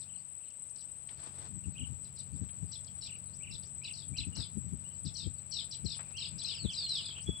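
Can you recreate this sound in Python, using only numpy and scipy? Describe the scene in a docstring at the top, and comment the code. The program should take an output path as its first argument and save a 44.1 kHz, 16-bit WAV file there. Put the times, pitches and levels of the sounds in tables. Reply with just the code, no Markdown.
"""Grassy canal bank

Small birds trade short chips, buzzy falling answers, low warbles and slurred whistles in the bushes, each call
a gliding near-pure tone followed by scattered echoes. Crickets shrill high and steadily: raspy carriers that throb.
Light puffs of wind, mostly on the left, are bursts of low noise; dry grass rustles and ticks as shaped noise.
Something drones far away: a low rumble with a wavering hum, under an open-air hush."""
import sys
import numpy as np
from scipy import signal
from scipy.fft import rfft, irfft
from scipy.io import wavfile
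from scipy.ndimage import uniform_filter1d, map_coordinates

SR = 44100
rng = np.random.default_rng(int(sys.argv[2]) if len(sys.argv) > 2 else 0)


def int16_out(signal):
    """Quantize to a 16-bit WAV file."""
    q = np.round(np.clip(np.atleast_2d(signal).T, -1, 1) * 32767)
    wavfile.write(sys.argv[1], SR, q.astype(np.int16))


N = 326340
TIME = np.arange(N) / SR


def from_db(db):
    """Amplitude of a level in dB."""
    return 10 ** (np.asarray(db) / 20)


def rms_one(x):
    """Scale a sound to an rms of 1."""
    return x / np.sqrt(np.mean(x ** 2) + 1e-20)


def in_time(rows):
    """Draw straight lines through (seconds, value) points over the whole scene."""
    return np.interp(TIME, *np.transpose(rows))


def pan(db):
    """Left and right gains of constant power; positive leans left."""
    gains = from_db([[db / 2], [-db / 2]])
    return rms_one(gains)


def add(out, s, sound):
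    """Mix a stereo sound in at time s."""
    at = max(0, int(s * SR))
    out[:, at:at + sound.shape[1]] += sound[:, :max(0, N - at)]


def drift(rate, size):
    """A smooth random wander of spread about 1, with `rate` random knots per second."""
    knots = rng.standard_normal(int(size / SR * rate) + 4)
    return map_coordinates(knots, [np.arange(size) / SR * rate], order=3, mode="nearest")


def noise(spectrum):
    """Coloured noise, unrelated in the two channels; rms 1."""
    hz, db = np.transpose(spectrum)
    bins_hz = np.fft.rfftfreq(N, 1 / SR)
    gain = from_db(np.interp(np.log(bins_hz + 1), np.log(hz), db))
    white = rng.standard_normal((2, N))
    return rms_one(irfft(rfft(white) * gain, N))


# Colour of the open-air hush. Each row: frequency in Hz, relative density in dB per Hz.
AIR_COLOUR = [(30, 10.5), (200, 8.5), (400, 1), (700, 3), (1200, -1.5), (1800, -5), (2600, -0.5),
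              (4500, -8.5), (7000, -10.5), (10000, -42), (13000, -13.5), (16000, -13)]


def hush(level_db=-65):
    """Open air: steady broadband noise."""
    return from_db(level_db) * noise(AIR_COLOUR)


# Strength of the distant drone's rumble. Each row: time in seconds, level in dB.
DRONE_LEVEL = [(0, -60), (.5, -71), (1.4, -56), (7.4, -56)]
# Colour of the rumble. Each row: frequency in Hz, relative density in dB per Hz.
DRONE_COLOUR = [(30, -12), (80, -1.5), (140, -8), (200, -8.5), (300, -25), (600, -29), (2000, -75.5)]
# Harmonics of the hum. Each row: multiple of the turning rate, level in dB relative to the rumble.
HUM_HARMONICS = [(2, -2.5), (3, -2), (4, -9.5)]
HUM_HZ = 45.62


def distant_drone(side_db=5, unsteadiness=0.0164):
    """A low rumble with the wavering harmonic hum of a distant motor."""
    turns = 2 * np.pi * np.cumsum(HUM_HZ * (1 + unsteadiness * drift(5, N))) / SR
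    hum = sum(from_db(db) * np.sin(multiple * turns) for multiple, db in HUM_HARMONICS)
    return pan(side_db) * from_db(in_time(DRONE_LEVEL)) * (noise(DRONE_COLOUR) + hum)


# Swishes of grass. Each row: middle in seconds, width in seconds, peak level in dB.
GRASS_SWISHES = [(1.109, 0.026, -58.5), (1.26, .12, -58.5), (1.421, 0.049, -53), (4.38, 0.051, -56.5),
                 (6.9, 1.2, -64.5)]
# Colour of grass on grass. Each row: frequency in Hz, relative density in dB per Hz.
GRASS_COLOUR = [(60, -20.5), (300, 8.5), (1300, 3), (2000, -1), (4500, -1), (7000, -9), (10000, -49.5)]


def grass(crinkle_db=3.0, stirring_db=-71):
    """Blades slip in small uneven bursts: a faint stirring that builds up, and swishes that swell over it."""
    blades = rms_one(noise(GRASS_COLOUR) * from_db(crinkle_db * drift(70, N)))
    first_swish_s = GRASS_SWISHES[0][0]
    stirring = from_db(stirring_db) * np.clip(TIME / first_swish_s, 0, 1) ** 2
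    swish_power = sum(from_db(2 * db) * np.exp(-2 * ((TIME - s) / width) ** 2)
                      for s, width, db in GRASS_SWISHES)
    return np.sqrt(stirring ** 2 + swish_power) * blades


# Single crickets. Each row: carrier in Hz, early level in dB, later level in dB, throbs per second,
# time of one throb in seconds.
CRICKET_VOICES = [(7704, -59.5, -56.5, 2.7, 2.7), (7780, -59, -55.5, 9.1, 1.8), (7982, -54.5, -53, 5, 1.8),
                  (8035, -55, -59.5, 8, 0.89), (8100, -53.5, -51.5, 6.35, 1.88),
                  (8270, -53.5, -67, 7.5, 0.57)]
# Colour of the far chorus. Each row: frequency in Hz, relative density in dB per Hz.
CHORUS_COLOUR = [(6400, -51), (7200, -23.5), (7600, -3.5), (8000, 4), (8400, -6.5), (8850, -18.5),
                 (9200, -77.5)]
BALANCE_SHIFT_S = 1.45   # the balance between the cricket tones shifts abruptly


def crickets(throb_db=4, pulse_db=2, quick_db=3.5, wander_hz=14, rasp=0.67, rasp_hz=70,
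             chorus_db=-52, side_db=16.0):
    """Each wing rings on a raspy tone and throbs about 3 to 9 times a second in several strokes, over a chorus."""
    out = from_db(chorus_db) * noise(CHORUS_COLOUR)
    later = np.clip((TIME - BALANCE_SHIFT_S) * 20, 0, 1)   # levels glide from early to later in 50 ms
    for hz, early_db, later_db, rate, throb_s in CRICKET_VOICES:
        phase = 2 * np.pi * np.cumsum(hz + wander_hz * drift(20, N)) / SR
        # The way through swaying grass shifts the phase at each side.
        paths = np.array([drift(4, N), drift(6.1, N)])
        tone = rms_one(np.sin(phase + paths))
        band = signal.butter(2, [hz - rasp_hz, hz + rasp_hz], "band", fs=SR, output="sos")
        scrape = rms_one(signal.sosfilt(band, rng.standard_normal((2, N))))
        wing = tone + rasp * scrape
        turn = 2 * np.pi * rate * (TIME - throb_s) + 0.57 * drift(2.1, N)
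        strokes = from_db(throb_db * np.cos(turn) + pulse_db * np.cos(3 * turn) + quick_db * np.cos(4 * turn))
        level = from_db(early_db + later * (later_db - early_db))
        out = out + level * rms_one(wing * strokes)
    return pan(side_db) * out


def syrinx(hz, rise, fall):
    """A bird's voice: a pure tone on a pitch path that swells and fades over given shares of its length."""
    u = np.linspace(0, 1, len(hz))
    swell = np.sin(np.pi / 2 * np.clip(np.minimum(u / rise, (1 - u) / fall), 0, 1))
    return swell * np.sin(2 * np.pi * np.cumsum(hz) / SR)


FLICKS_PER_S, FIRST_FLICK_S = 50, .009   # the rate is varied slightly from call to call
FLICK_LAG, FLICK_SETTLE_S = .4, .025   # lag in flicks, and the time constant with which it builds


def chirp(length, first_hz, rest_hz, sink_s, swing, droop, droop_s, jitter, jitter_rate, flutter_db, crest_db,
          scoop, sharpness, rise, fall, ceiling_hz,
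          widening=0.4, second_db=-20, second_ratio=.72, scoop_s=0.00405):
    """Pitch scoops up, sinks to rest with hoarse upward crests, then droops; the syrinx's other side is lower."""
    t = np.arange(int(length * SR)) / SR
    since = t - FIRST_FLICK_S
    lag = FLICK_LAG * (1 - np.exp(-since / FLICK_SETTLE_S))
    flicks = FLICKS_PER_S * since * rng.normal(1, .02) - lag
    crest = uniform_filter1d((1 - abs(np.sin(np.pi * flicks))) ** sharpness, size=130)
    scooping = 1 - scoop * np.exp(-t / scoop_s)
    drooping = 1 - droop * np.exp((t - length) / droop_s)
    glide = (rest_hz + (first_hz - rest_hz) * np.exp(-t / sink_s)) * scooping * drooping
    reach = swing * (1 + widening * t / length)   # the crests stay high while the troughs sink
    hoarseness = jitter * (.5 + 2 * crest) * drift(jitter_rate, len(t))
    hz = glide * (1 + reach * (crest - crest.mean()) + hoarseness)
    hz = hz / (1 + (hz / ceiling_hz) ** 20) ** (1 / 20)   # the voice cannot go higher than its ceiling
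    strength = from_db(crest_db * crest + flutter_db * drift(144.3, len(t)))
    voice = syrinx(hz, rise, fall) * strength
    return rms_one(voice + from_db(second_db) * syrinx(hz * second_ratio, rise, fall))


# One bird's short chips. Each row: start in seconds, length in seconds, level in dB before the bushes.
CHIP_CALLS = [(0, 0.043, -60.5), (.775, 0.052, -60), (2.035, 0.048, -64.5), (2.157, .066, -56.5),
              (2.714, 0.057, -50), (2.867, 0.022, -57.5), (3.009, 0.077, -48.5), (3.506, 0.064, -50.5),
              (3.622, 0.022, -59.5), (3.833, .062, -48.5), (4.166, 0.053, -41), (5.047, 0.055, -49),
              (5.707, 0.049, -45.5), (6.378, 0.056, -46.5)]


def chips(first_hz=4850, side_db=4.5):
    """Short hoarse calls of a few quick pitch flicks."""
    out = np.zeros((2, N))
    for s, length, db in CHIP_CALLS:
        call = chirp(length, first_hz, rest_hz=4230, sink_s=0.0513, swing=0.338, droop=.31, droop_s=.01,
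                     jitter=.052, jitter_rate=800, flutter_db=2.5, crest_db=-2, scoop=.17, sharpness=1.2,
                     rise=.24, fall=.33, ceiling_hz=5900)
        add(out, s, pan(side_db) * from_db(db) * call)
    return out


# A lower bird's warbles. Each row: start in seconds, length in seconds, central pitch in Hz,
# level in dB before the bushes.
WARBLE_CALLS = [(0.057, 0.13, 2930, -68.5), (0.386, 0.15, 2920, -72), (1.744, .12, 2943, -53.5),
                (3.053, .12, 2760, -58.5), (3.398, 0.13, 2723, -56.5), (3.81, 0.12, 2767, -52.5),
                (4.132, .125, 2750, -53), (6.134, 0.14, 3010, -48.5), (6.448, 0.16, 2980, -52.5),
                (7.146, 0.064, 3050, -51)]


def warbles(count=3, lead=.25, lead_from=.84, top=1.18, bottom=0.72, loudest=.35, gap_db=20, lead_db=-9,
            jitter=.024, edge=0.22, side_db=-4.5):
    """A soft rising lead-in, then three notes that each slide down and are loudest on the way."""
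    out = np.zeros((2, N))
    for s, length, pitch, db in WARBLE_CALLS:
        u = np.linspace(0, 1, int(length * SR))
        leading = u < lead
        note = (count * (u - lead) / (1 - lead)) % 1   # progress through each note
        rising = lead_from + (1 - lead_from) * (u / lead) ** 2
        sliding = top * (bottom / top) ** note
        ratio = np.where(leading, rising, sliding)
        level = np.where(leading, lead_db, -gap_db * np.sin(np.pi * (note - loudest)) ** 2)
        hz = pitch * uniform_filter1d(ratio, size=200) * (1 + jitter * drift(160, len(u)))
        voice = syrinx(hz, edge, edge) * from_db(uniform_filter1d(level, size=200))
        add(out, s, pan(side_db) * from_db(db) * rms_one(voice))
    return out


def whistle(hz, waver, flutter_db, rise=0.13, fall=0.4):
    """A pure tone that wavers a little in pitch and strength; rms 1."""
    wavering_hz = hz * (1 + waver * drift(130, len(hz)))
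    flutter = from_db(flutter_db * drift(71, len(hz)))
    return rms_one(syrinx(wavering_hz, rise, fall) * flutter)


def far_chirps(calls_per_s=2.5, middle_db=-73.5, pitch_hz=4500, length_s=0.065, spread=0.081, swing=.09,
               side_db=3, uneven_db=3):
    """Faint wavering calls from further along the bank, each at a random moment of its own time slot."""
    out = np.zeros((2, N))
    slots = np.arange(0, N / SR - 1 / calls_per_s, 1 / calls_per_s)
    chances = rng.uniform(-1, 1, (len(slots), 4))
    for s, (late, long, high, loud) in zip(slots, chances):
        size = int(length_s * 2 ** (long / 2) * SR)
        hz = np.full(size, pitch_hz * (1 + spread * high))
        gain = pan(side_db) * from_db(middle_db + uneven_db * loud)
        add(out, s + abs(late) / calls_per_s, gain * whistle(hz, swing, flutter_db=1))
    return out


# Dry stems ticking. Each row: start in seconds, level in dB, centre in Hz.
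STEM_TICKS = [(0.503, -52.5, 5650), (.695, -54, 6150), (0.761, -49, 5160), (1.089, -48.5, 2850),
              (1.24, -49, 9400), (2.49, -55, 2250), (2.845, -48, 5630), (4.36, -43, 5200),
              (5.402, -59, 10050), (5.99, -46.5, 1110)]
TICK_CYCLES = 23.6   # time constant of a stem's ring, in cycles of its centre frequency


def ticks(side_db=2, attack_s=0.00069):
    """A stem snaps: a noise burst that dies fast, faster for brighter stems, in a band set by the stem."""
    out, t = np.zeros((2, N)), np.arange(SR // 10) / SR
    for s, db, hz in STEM_TICKS:
        decay = TICK_CYCLES / hz
        spread = 1 + 1500 / hz   # dull crunches span more octaves than bright snaps
        low, high = hz / spread, min(hz * spread, SR / 2.2)
        burst = rng.standard_normal((2, len(t))) * np.exp(-t / decay) * (1 - np.exp(-t / attack_s))
        band = signal.butter(3, [low, high], "band", fs=SR, output="sos")
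        snap = signal.sosfilt(band, burst) * np.sqrt(SR / 2 / (high - low))   # make up for the narrow band
        add(out, s, pan(side_db) * from_db(db) * snap)
    return out


# Wind puffs on the microphone port. Each row: middle in seconds, strength in dB before the overall wind level.
WIND_PUFFS = [(1.558, -40.5), (1.678, -31.5), (1.824, -33), (1.914, -37), (2.345, -36), (2.424, -31),
              (2.637, -32), (3.518, -43.5), (4.118, -36), (4.202, -36.5), (4.281, -33.5), (4.392, -32),
              (4.576, -29.5), (4.664, -36.5), (4.735, -32), (5.068, -32.5), (5.27, -28.5), (5.854, -28.5),
              (6.345, -42), (6.654, -24.5), (7.292, -24.5)]
# Colour of the main turbulence. Each row: frequency in Hz, relative density in dB per Hz.
WIND_COLOUR = [(30, -12), (80, 3.5), (170, -1), (300, -17), (450, -39), (2000, -110)]
# Colour of the small eddies. Each row: frequency in Hz, relative density in dB per Hz.
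EDDY_COLOUR = [(100, -12), (220, 1.5), (370, -10), (520, -20), (2000, -100)]
PUFF_WIDTH_S, PUFF_HALVING_DB = 0.016, 7.5   # width of a -30 dB puff; a puff this much stronger is half as long


def wind(side_db=20, level_db=-3, wake_db=-13, wake_width=2.97, strong_db=-25, eddy_growth=2.33):
    """Each puff is a knot of turbulence inside a longer, weaker wake; stronger ones shed more small, higher eddies."""
    power = np.zeros(N)
    for s, db in WIND_PUFFS:
        width = PUFF_WIDTH_S * 2 ** (-(db + 30) / PUFF_HALVING_DB)
        x = (TIME - s) / width
        knot = np.exp(-2 * x ** 2)
        wake = from_db(2 * wake_db) * np.exp(-(x / wake_width) ** 2)
        power += from_db(2 * db) * (knot + wake)
    strength = np.sqrt(power)
    eddies = (strength / from_db(strong_db)) ** eddy_growth * noise(EDDY_COLOUR)
    flow = noise(WIND_COLOUR) + eddies
    flow = flow / np.sqrt(uniform_filter1d(flow ** 2, size=900) + 0.0033)   # even strength within a puff
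    return pan(side_db) * from_db(level_db) * strength * flow


# Level whistled notes. Each row: start in seconds, length in seconds, pitch in Hz, level in dB before the bushes,
# waver as a share of the pitch.
LEVEL_NOTES = [(1.639, 0.015, 2670, -60, 0.049), (4.325, 0.046, 2870, -58.5, 0.022),
               (4.836, 0.13, 2970, -68, .025), (7.25, 0.172, 3383, -51, 0.0048)]


def level_notes(side_db=-2, arch=0.01):
    """Whistled notes whose pitch arches slightly."""
    out = np.zeros((2, N))
    for s, length, pitch, db, waver in LEVEL_NOTES:
        hz = pitch * (1 - arch * np.linspace(-1, 1, int(length * SR)) ** 2)
        add(out, s, pan(side_db) * from_db(db) * whistle(hz, waver, flutter_db=5.3, rise=.2, fall=.25))
    return out


# Thin upward flicks. Each row: start in seconds, level in dB before the bushes.
UPWARD_FLICKS = [(3.328, -64), (3.635, -62), (5.931, -66), (6.688, -56.5), (7.208, -61.5)]


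def upslurs(length_s=.045, from_hz=4050, to_hz=7350, side_db=9):
    """Quick whistles that sweep steadily upward in octaves."""
    out = np.zeros((2, N))
    for s, db in UPWARD_FLICKS:
        hz = np.geomspace(from_hz, to_hz, int(length_s * SR))
        add(out, s, pan(side_db) * from_db(db) * whistle(hz, waver=.012, flutter_db=2.5))
    return out


# A second bird's long buzzy answers. Each row: start in seconds, length in seconds, first pitch of the glide in Hz,
# level in dB before the bushes.
BUZZ_CALLS = [(3.922, 0.13, 5430, -51), (4.349, .12, 5010, -43.5), (5.137, 0.13, 5330, -44),
              (5.509, .12, 5190, -38.5), (5.844, 0.12, 5060, -41.5), (6.163, 0.13, 5120, -42.5),
              (6.429, .12, 5055, -38.5), (6.723, 0.16, 5000, -43), (6.882, 0.14, 5054, -39),
              (7.004, 0.13, 4080, -44)]
# Its bearing as the listener turns. Each row: time in seconds, left-right balance in dB.
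BUZZ_SIDE = [(6.45, 11), (7.1, 1.5)]


def buzzes():
    """Longer, clearer answers from a nearer perch."""
    out = np.zeros((2, N))
    for s, length, first_hz, db in BUZZ_CALLS:
        call = chirp(length, first_hz, rest_hz=3954, sink_s=.055, swing=0.3745, droop=0.32, droop_s=.014,
                     jitter=.02, jitter_rate=430, flutter_db=3.5, crest_db=-2, scoop=.15, sharpness=1.35,
                     rise=.18, fall=.33, ceiling_hz=6900)
        side_db = np.interp(s, *np.transpose(BUZZ_SIDE))
        add(out, s, pan(side_db) * from_db(db) * call)
    return out


def far_birds(centre_hz=2540, half_width_hz=220, level_db=-66, middle_s=6.6, spread_s=0.97):
    """Distant callers blur into one narrow band of noise that swells and fades."""
    edges_hz = [centre_hz - half_width_hz, centre_hz + half_width_hz]
    band = signal.butter(2, edges_hz, "band", fs=SR, output="sos")
    blur = rms_one(signal.sosfilt(band, rng.standard_normal((2, N))))
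    return from_db(level_db) * blur * np.exp(-((TIME - middle_s) / spread_s) ** 2)


# Long falling whistles. Each row: start in seconds, length in seconds, first pitch in Hz,
# level in dB before the bushes, left-right balance in dB, flutter in dB.
FALLING_WHISTLES = [(6.535, .15, 5450, -48.5, 5, 4), (6.635, .105, 4150, -46.5, -4, 3.5),
                    (6.756, .265, 5020, -39.5, .5, 1.5)]


def falls(fall_share=.47, steepening=1.4, shoulder_octaves=0.1):
    """Whistles that lose a share of their pitch, ever faster, with a shoulder halfway."""
    out = np.zeros((2, N))
    for s, length, first_hz, db, side_db, flutter_db in FALLING_WHISTLES:
        u = np.linspace(0, 1, int(length * SR))
        shoulder = 2 ** (-shoulder_octaves * np.sin(2 * np.pi * u) * np.sin(np.pi * u))
        hz = first_hz * (1 - fall_share * u ** steepening) * shoulder
        call = whistle(hz, .004 * flutter_db, flutter_db, rise=.3, fall=.35)
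        add(out, s, pan(side_db) * from_db(db) * call)
    return out


def bushes(x, direct_db=-2, near_db=-2.0, near_t60=0.15, far_db=-17, far_t60=0.31):
    """Stems and ground throw back quick echoes that tangle each call; the far bank returns a faint diffuse tail."""
    t = np.arange(SR) / SR
    near = (rng.random((2, len(t))) < 900 / SR) * from_db(-60 * t / near_t60)   # about 900 echoes per second
    far = from_db(-60 * t / far_t60)
    out = from_db(direct_db) * x
    for db, shape, source in ((near_db, near, x), (far_db, far, x.mean(0, keepdims=True))):
        echoes = rng.standard_normal((2, len(t))) * shape * (t > .002)
        echoes /= np.sqrt(np.sum(echoes ** 2, axis=1, keepdims=True))
        out = out + from_db(db) * signal.fftconvolve(source, echoes, axes=1)[:, :N]
    return out


def scene():
    """Calls among the stems and from the nearer perch, with crickets, wind, grass and distance around them."""
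    background = hush() + distant_drone() + grass()
    thicket = bushes(chips() + warbles() + far_chirps() + level_notes() + upslurs() + falls())
    perch = bushes(buzzes(), direct_db=-2.5, near_db=-6, near_t60=0.14, far_db=-14)
    return background + crickets() + thicket + ticks() + wind() + perch + far_birds()


def record(dry, low_cut_hz=52, cutoff_hz=15800):
    """The microphone loses the deep bass; the top is cut steeply."""
    thinned = signal.sosfilt(signal.butter(4, low_cut_hz, "high", fs=SR, output="sos"), dry)
    return signal.sosfilt(signal.ellip(10, .2, 70, cutoff_hz, fs=SR, output="sos"), thinned)


dry = scene()
out = record(dry)
int16_out(out)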